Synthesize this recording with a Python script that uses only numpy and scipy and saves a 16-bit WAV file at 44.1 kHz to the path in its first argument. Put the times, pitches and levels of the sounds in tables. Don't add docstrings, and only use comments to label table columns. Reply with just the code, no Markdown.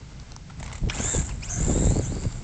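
import sys
import numpy as np
from scipy import signal
from scipy.fft import rfft, irfft, next_fast_len
from scipy.io import wavfile

SR = 44100
rng = np.random.default_rng(int(sys.argv[2]) if len(sys.argv) > 2 else 0)


def log_audio(samples):
    frames = np.atleast_2d(samples).T
    limited = np.clip(frames, -1, 1)
    pcm = np.round(limited * 32767).astype(np.int16)
    wavfile.write(sys.argv[1], SR, pcm)


N = 107251
TIME = np.arange(N) / SR


def amplitude(db):
    return 10 ** (np.asarray(db) / 20)


def unit_rms(x):
    return x / np.sqrt(np.mean(x ** 2) + 1e-20)


def white_noise():
    return rng.standard_normal(N)


def curve(rows, column=1):
    rows = np.array(rows)
    return np.interp(TIME, rows[:, 0], rows[:, column])


def random_walk(hz):
    size = next_fast_len(N, real=True)
    frequency = np.arange(size // 2 + 1) * SR / size
    spectrum = rfft(white_noise(), size) * np.exp(-(frequency / hz) ** 2)
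    return unit_rms(irfft(spectrum, size)[:N])


def colour(x, points):
    hz, db = np.array(points).T
    size = 4096
    octave = np.log2(np.maximum(np.arange(size + 1) * SR / (2 * size), 1))
    outside = np.abs(octave - np.clip(octave, np.log2(hz[0]), np.log2(hz[-1])))
    gain = unit_rms(amplitude(np.interp(octave, np.log2(hz), db) - 24 * outside))
    cepstrum = irfft(np.log(gain))
    cepstrum[1:size] *= 2
    cepstrum[size + 1:] = 0
    impulse_response = irfft(np.exp(rfft(cepstrum)))
    return signal.fftconvolve(x, impulse_response)[:N]


def resonate(x, modes):
    total = 0
    for hz, width, db in modes:
        b, a = signal.iirpeak(hz, hz / width, fs=SR)
        total = total + amplitude(db) * signal.lfilter(b, a, x)
    return total


def grains(per_s, spread_db):
    size = amplitude(spread_db * np.minimum(rng.exponential(size=N), 4))
    return unit_rms((rng.random(N) < per_s / SR) * size * np.sign(white_noise()))


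def burst(start, db, decay_s):
    age = TIME - start
    return amplitude(db) * (age >= 0) * np.exp(-np.abs(age) / decay_s) * white_noise()


# time in seconds, rumble level in dB, flutter level in dB.
WIND_LEVELS = [(0, -40, -56.5), (.5, -40.5, -68), (.6, -34, -63), (.8, -38.5, -66), (.83, -25, -38.5),
               (.87, -23, -33.5), (.93, -37, -50), (1.01, -26.5, -42), (1.05, -29.5, -36), (1.11, -33, -50),
               (1.145, -29.5, -35.5), (1.2, -19.5, -33.5), (1.23, -33, -51), (1.36, -30.5, -52),
               (1.45, -37, -66), (1.54, -31.5, -59), (1.58, -24.5, -47.5), (1.67, -24, -30),
               (1.7, -18.5, -23.5), (1.75, -24, -27.5), (1.83, -22.5, -28.5), (1.88, -19.5, -28),
               (2.0, -23, -31), (2.05, -28, -39.5), (2.15, -27.5, -39), (2.22, -32, -36.5),
               (2.27, -22.5, -36), (2.3, -35, -56), (2.43, -32, -50)]
# frequency in Hz, relative spectral density in dB.
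RUMBLE_SPECTRUM = [(22, -3.5), (35, 3), (58, 3.5), (80, -2.5), (115, -.5), (175, -5.5), (215, -11.5),
                   (260, -15)]
FLUTTER_SPECTRUM = [(90, -26), (170, -5.5), (280, 4.5), (450, -2.5), (800, -12.5), (1300, -30.5),
                    (2500, -46.5)]


def wind(eddy_db):
    rumble_trim_db, flutter_trim_db = -0.5, -2.5
    rumble = unit_rms(colour(white_noise(), RUMBLE_SPECTRUM))
    eddies = white_noise() * amplitude(eddy_db * random_walk(100))
    flutter = unit_rms(colour(eddies, FLUTTER_SPECTRUM))
    rumble_gain = amplitude(curve(WIND_LEVELS, column=1) + rumble_trim_db)
    flutter_gain = amplitude(curve(WIND_LEVELS, column=2) + flutter_trim_db)
    return rumble * rumble_gain + flutter * flutter_gain


# frequency in Hz, relative spectral density in dB.
AIR_SPECTRUM = [(120, -38.5), (200, -7.5), (738, -15.5), (1800, -17.5), (7090, -19.5), (7800, -21.5),
                (9000, -52)]


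def air(level_db):
    return amplitude(level_db) * colour(white_noise(), AIR_SPECTRUM)


# time in seconds, level in dB.
TYRE_LEVELS = [(.1, -54.5), (.3, -50.5), (.42, -61.5), (.57, -55), (.66, -46.5), (.76, -47.5), (.81, -57),
               (.893, -52), (.907, -46), (1.0, -33.5), (1.17, -38), (1.24, -48), (1.3, -45), (1.39, -56.5),
               (1.44, -43.5), (1.7, -40.5), (1.87, -42), (2.1, -45), (2.43, -50)]
# frequency in Hz, relative spectral density in dB.
TYRE_SPECTRUM = [(400, -1.5), (900, -0.5), (1250, -5), (1600, -7), (2200, -14), (2800, -10.5),
                 (3250, -14.5), (3700, -10.5), (6000, -11.5)]
# frequency in Hz, width in Hz, relative level in dB.
BODY_MODES = [(683, 26, -3), (1510, 340, -8.5), (2060, 230, -7)]


def tyres(patchy_db):
    tread_trim_db, body_trim_db = -3.5, -8.5
    grit = unit_rms(grains(3500, 2.5) * amplitude(patchy_db * random_walk(27)))
    tread = amplitude(tread_trim_db) * colour(grit, TYRE_SPECTRUM)
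    body = amplitude(body_trim_db) * unit_rms(resonate(grains(3000, 2.6), BODY_MODES))
    return amplitude(curve(TYRE_LEVELS)) * (tread + body)


# start in seconds, level in dB.
TICK_EVENTS = [(0.1993, -36.5), (.3195, -28), (0.3636, -25.5), (2.325, -35)]
# frequency in Hz, relative spectral density in dB.
TICK_SPECTRUM = [(300, -30), (900, 2.5), (2000, -14), (4600, 4.5), (6000, 3.5), (8500, -17)]


def ticks(decay_s):
    contacts = sum(burst(start, db, decay_s) for start, db in TICK_EVENTS)
    return colour(contacts, TICK_SPECTRUM)


# start in seconds, level in dB, ring frequency in Hz.
BUMP_EVENTS = [(.499, -39.5, 1380), (.506, -44, 950), (.679, -39, 1120), (0.696, -42.5, 1080),
               (.716, -37.5, 890), (0.747, -40.5, 1260)]


def bumps(decay_s, crack_db):
    total = 0
    for start, db, hz in BUMP_EVENTS:
        age = TIME - start
        envelope = amplitude(db) * (age >= 0) * np.exp(-np.abs(age) / decay_s)
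        hollow_ring = envelope * np.sin(2 * np.pi * hz * age)
        crack = colour(burst(start, db + crack_db, decay_s), [(700, 4.5), (2200, -1), (7000, -11)])
        total = total + hollow_ring + crack
    return total


# start in seconds, level in dB, decay in seconds.
RATTLE_EVENTS = [(0.599, -38, 0.0077), (0.6287, -32.5, 0.0041), (0.641, -40.5, 0.0043),
                 (0.6618, -34.5, 0.0034), (.678, -40, 0.0034), (0.7272, -33.5, 0.0075), (.753, -37, 0.008),
                 (0.7808, -37.5, 0.0035), (1.192, -33, 0.009), (1.217, -36, 0.0053), (1.248, -43, .005),
                 (1.291, -34, 0.0073), (2.235, -35.5, 0.0059)]
# frequency in Hz, relative spectral density in dB.
RATTLE_SPECTRUM = [(300, -1), (900, 10), (1400, -1), (2100, 9.5), (3200, 0), (5500, -1.5), (7400, 9),
                   (8600, -6.5)]


def rattles():
    return colour(sum(burst(*row) for row in RATTLE_EVENTS), RATTLE_SPECTRUM)


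# time in seconds, level before trim in dB, length in seconds.
BUFFET_EVENTS = [(0.609, -33.5, 0.0033), (1.003, -24, 0.0068), (1.148, -22, 0.0044), (1.604, -25, 0.0022),
                 (1.698, -16, 0.0028), (1.711, -19, 0.0046), (1.823, -19.5, 0.0036), (1.843, -21.5, 0.0014),
                 (1.871, -17, 0.0034), (1.91, -23, 0.0047), (1.958, -26, 0.0079), (1.996, -19, 0.0033),
                 (2.123, -28.5, 0.0068), (2.166, -27, 0.0064), (2.254, -24, 0.0039)]
# frequency in Hz, relative spectral density in dB.
BUFFET_SPECTRUM = [(50, -10), (170, 0.5), (300, -3), (500, -8.5), (900, -20.5), (1500, -40), (3000, -45.5)]


def buffets(push_db, swirl_db):
    push, swirl_envelope = np.zeros(N), np.zeros(N)
    for at, db, length in BUFFET_EVENTS:
        push[int(at * SR)] += amplitude(db) * np.sqrt(length * SR)
        swirl_envelope += amplitude(db) * np.exp(-((TIME - at) / length) ** 2)
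    swirl = white_noise() * swirl_envelope
    return colour(amplitude(push_db) * push + amplitude(swirl_db) * swirl, BUFFET_SPECTRUM)


# time in seconds, pitch in Hz.
WHINE_PITCH = [(.9, 1439), (.925, 1645), (.937, 2487), (.965, 3935), (.974, 2515), (1.003, 3204),
               (1.04, 3400), (1.08, 3650), (1.115, 3710), (1.16, 3510), (1.2, 3422), (1.297, 3133),
               (1.335, 1711), (1.415, 1952), (1.435, 2536), (1.465, 3905), (1.472, 2234), (1.487, 2543),
               (1.499, 3156), (1.57, 3135), (1.63, 3620), (1.69, 3535), (1.79, 3812), (1.87, 3745),
               (1.97, 4497), (2.005, 4485), (2.028, 3285), (2.055, 3054), (2.08, 3593), (2.14, 4626),
               (2.43, 4690)]
# time in seconds, fundamental in dB, octave in dB.
WHINE_LEVELS = [(.88, -100, -100), (.905, -37.5, -51), (.94, -38, -52.5), (.965, -51, -61),
                (.982, -38, -54), (1.005, -45.5, -40.5), (1.11, -43.5, -39.5), (1.165, -42.5, -46),
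                (1.21, -72, -46), (1.27, -74, -79), (1.314, -43.5, -56), (1.335, -70, -76),
                (1.405, -63, -73), (1.435, -37, -37.5), (1.462, -59, -49), (1.469, -59, -66),
                (1.478, -46, -48), (1.505, -55, -34.5), (1.57, -57.5, -38), (1.63, -61, -49),
                (1.715, -50, -44.5), (1.85, -47.5, -44), (1.97, -49.5, -66), (2.02, -49, -52.5),
                (2.055, -56, -43), (2.12, -52, -73), (2.19, -48.5, -81), (2.43, -68, -96)]
# time in seconds, roughness 0-1.
WHINE_ROUGHNESS = [(.98, .97), (1.06, .42), (1.43, .8), (1.5, .8), (1.7, .65), (1.8, .93)]
# share of whine pitch, relative level in dB.
MESH_STRANDS = [(1.08, -9.5), (.94, -17.5)]
# time in seconds, level in dB.
RASP_LEVELS = [(.5, -72), (.885, -58.5), (.91, -45), (.955, -35.5), (.985, -37), (1.05, -30), (1.11, -26.5),
               (1.2, -29), (1.24, -49), (1.252, -32.5), (1.295, -50), (1.335, -48), (1.4, -54),
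               (1.45, -37.5), (1.485, -47.5), (1.5, -36.5), (1.7, -34.5), (1.79, -35.5), (1.9, -32.5),
               (2.0, -42.5), (2.08, -38), (2.11, -42.5), (2.43, -50)]
# frequency in Hz, width in Hz, relative level in dB.
HOUSING_MODES = [(7305, 390, 8), (6700, 440, -3.5)]


def gears(jitter, scrape_width_hz, chatter_db, eccentric, throb_db):
    teeth = 33
    blur_hz = 240
    ring_db, rasp_trim_db, scrape_trim_db = 2.5, -2.5, -8.5
    low_stage_share, low_stage_db = .48, -18.5
    pitch = curve(WHINE_PITCH) * (1 + jitter * random_walk(93))
    phase = 2 * np.pi * np.cumsum(pitch) / SR
    turn_harmonics = sum(np.cos(k * phase / teeth + 2 * np.pi * rng.random()) / np.sqrt(k)
                         for k in range(1, 8))
    runout = unit_rms(turn_harmonics)
    rough = np.clip(curve(WHINE_ROUGHNESS), 0, 1)

    def partial(multiple):
        blur = blur_hz * np.sqrt(multiple)
        random_swing = (random_walk(blur) + 1j * random_walk(blur)) / np.sqrt(2)
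        swing = np.sqrt(1 - rough ** 2) + rough * random_swing
        return np.real(swing * np.exp(1j * multiple * phase)) * (1 + eccentric * runout)

    whine = 0
    for k in (1, 2):
        strands = sum(amplitude(db) * partial(k * share) for share, db in MESH_STRANDS)
        whine = whine + amplitude(curve(WHINE_LEVELS, column=k)) * (partial(k) + strands)
    ringing = amplitude(ring_db) * resonate(whine, HOUSING_MODES)

    chatter = unit_rms(amplitude(chatter_db * random_walk(82) + throb_db * runout))
    housing_noise = resonate(grains(3000, 0.59) * chatter, HOUSING_MODES)
    rasp = unit_rms(resonate(housing_noise, [(7440, 1600, 0)]))
    smeared_octave = np.sin(2 * phase) * random_walk(scrape_width_hz)
    scrape = resonate(smeared_octave * chatter, [(6840, 1200, 0.005)])
    grind = amplitude(rasp_trim_db) * rasp + amplitude(scrape_trim_db) * scrape
    grind = grind + amplitude(low_stage_db) * partial(low_stage_share)
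    return whine + ringing + amplitude(curve(RASP_LEVELS)) * grind


# start in seconds, level in dB, decay in seconds.
CLACK_EVENTS = [(0.887, -39.5, 0.011), (0.8976, -20.5, 0.0035), (0.9025, -29.5, .006)]
# frequency in Hz, relative spectral density in dB.
CLACK_SPECTRUM = [(300, -21), (900, 3.5), (1500, 0.5), (2800, 4), (3800, 2), (4600, -6), (5500, 6.5),
                  (6500, -4.5), (8500, -25)]


def clacks():
    return colour(sum(burst(*row) for row in CLACK_EVENTS), CLACK_SPECTRUM)


# start in seconds, length in seconds, centre pitch in Hz,
# mean amplitude in dB.
HUM_EVENTS = [(1.12, 0.065, 900, -42), (1.0, 0.21, 1630, -47.5), (1.49, 0.1, 715, -43),
              (1.495, 0.12, 1570, -47.5)]


def hums(fade_s):
    waver = .03
    total = 0
    for start, length, hz, db in HUM_EVENTS:
        fade = np.clip(np.minimum(TIME - start, start + length - TIME) / fade_s, 0, 1)
        envelope = amplitude(db) * fade * (1 + 0.4 * random_walk(80))
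        phase = 2 * np.pi * np.cumsum(hz * (1 + waver * random_walk(134))) / SR
        total = total + envelope * np.sin(phase)
    return total


def yard(x):
    echo_db, decay_s, first_echo_s = -14, 0.054, .012
    echo = grains(830, 5.4) * np.exp(-TIME / decay_s) * (TIME > first_echo_s)
    echo = echo / np.linalg.norm(echo)
    return x + amplitude(echo_db) * signal.fftconvolve(x, echo)[:N]


def scene():
    drive = gears(jitter=0.00774, scrape_width_hz=1100, chatter_db=1.5, eccentric=0.22, throb_db=-5.0)
    knocks = bumps(decay_s=0.0052, crack_db=-2) + rattles() + clacks()
    buggy = tyres(patchy_db=2.0) + knocks + drive + hums(fade_s=0.0092)
    gusts = wind(eddy_db=4.5) + buffets(push_db=-3.5, swirl_db=-3.5)
    mix = yard(buggy) + ticks(decay_s=0.00084) + gusts + air(level_db=-54.5)
    return mix[None]


def record(dry):
    low_pass = signal.ellip(10, .2, 80, 8650, fs=SR, output="sos")
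    return signal.sosfilt(low_pass, dry)


dry = scene()
out = record(dry)
log_audio(out)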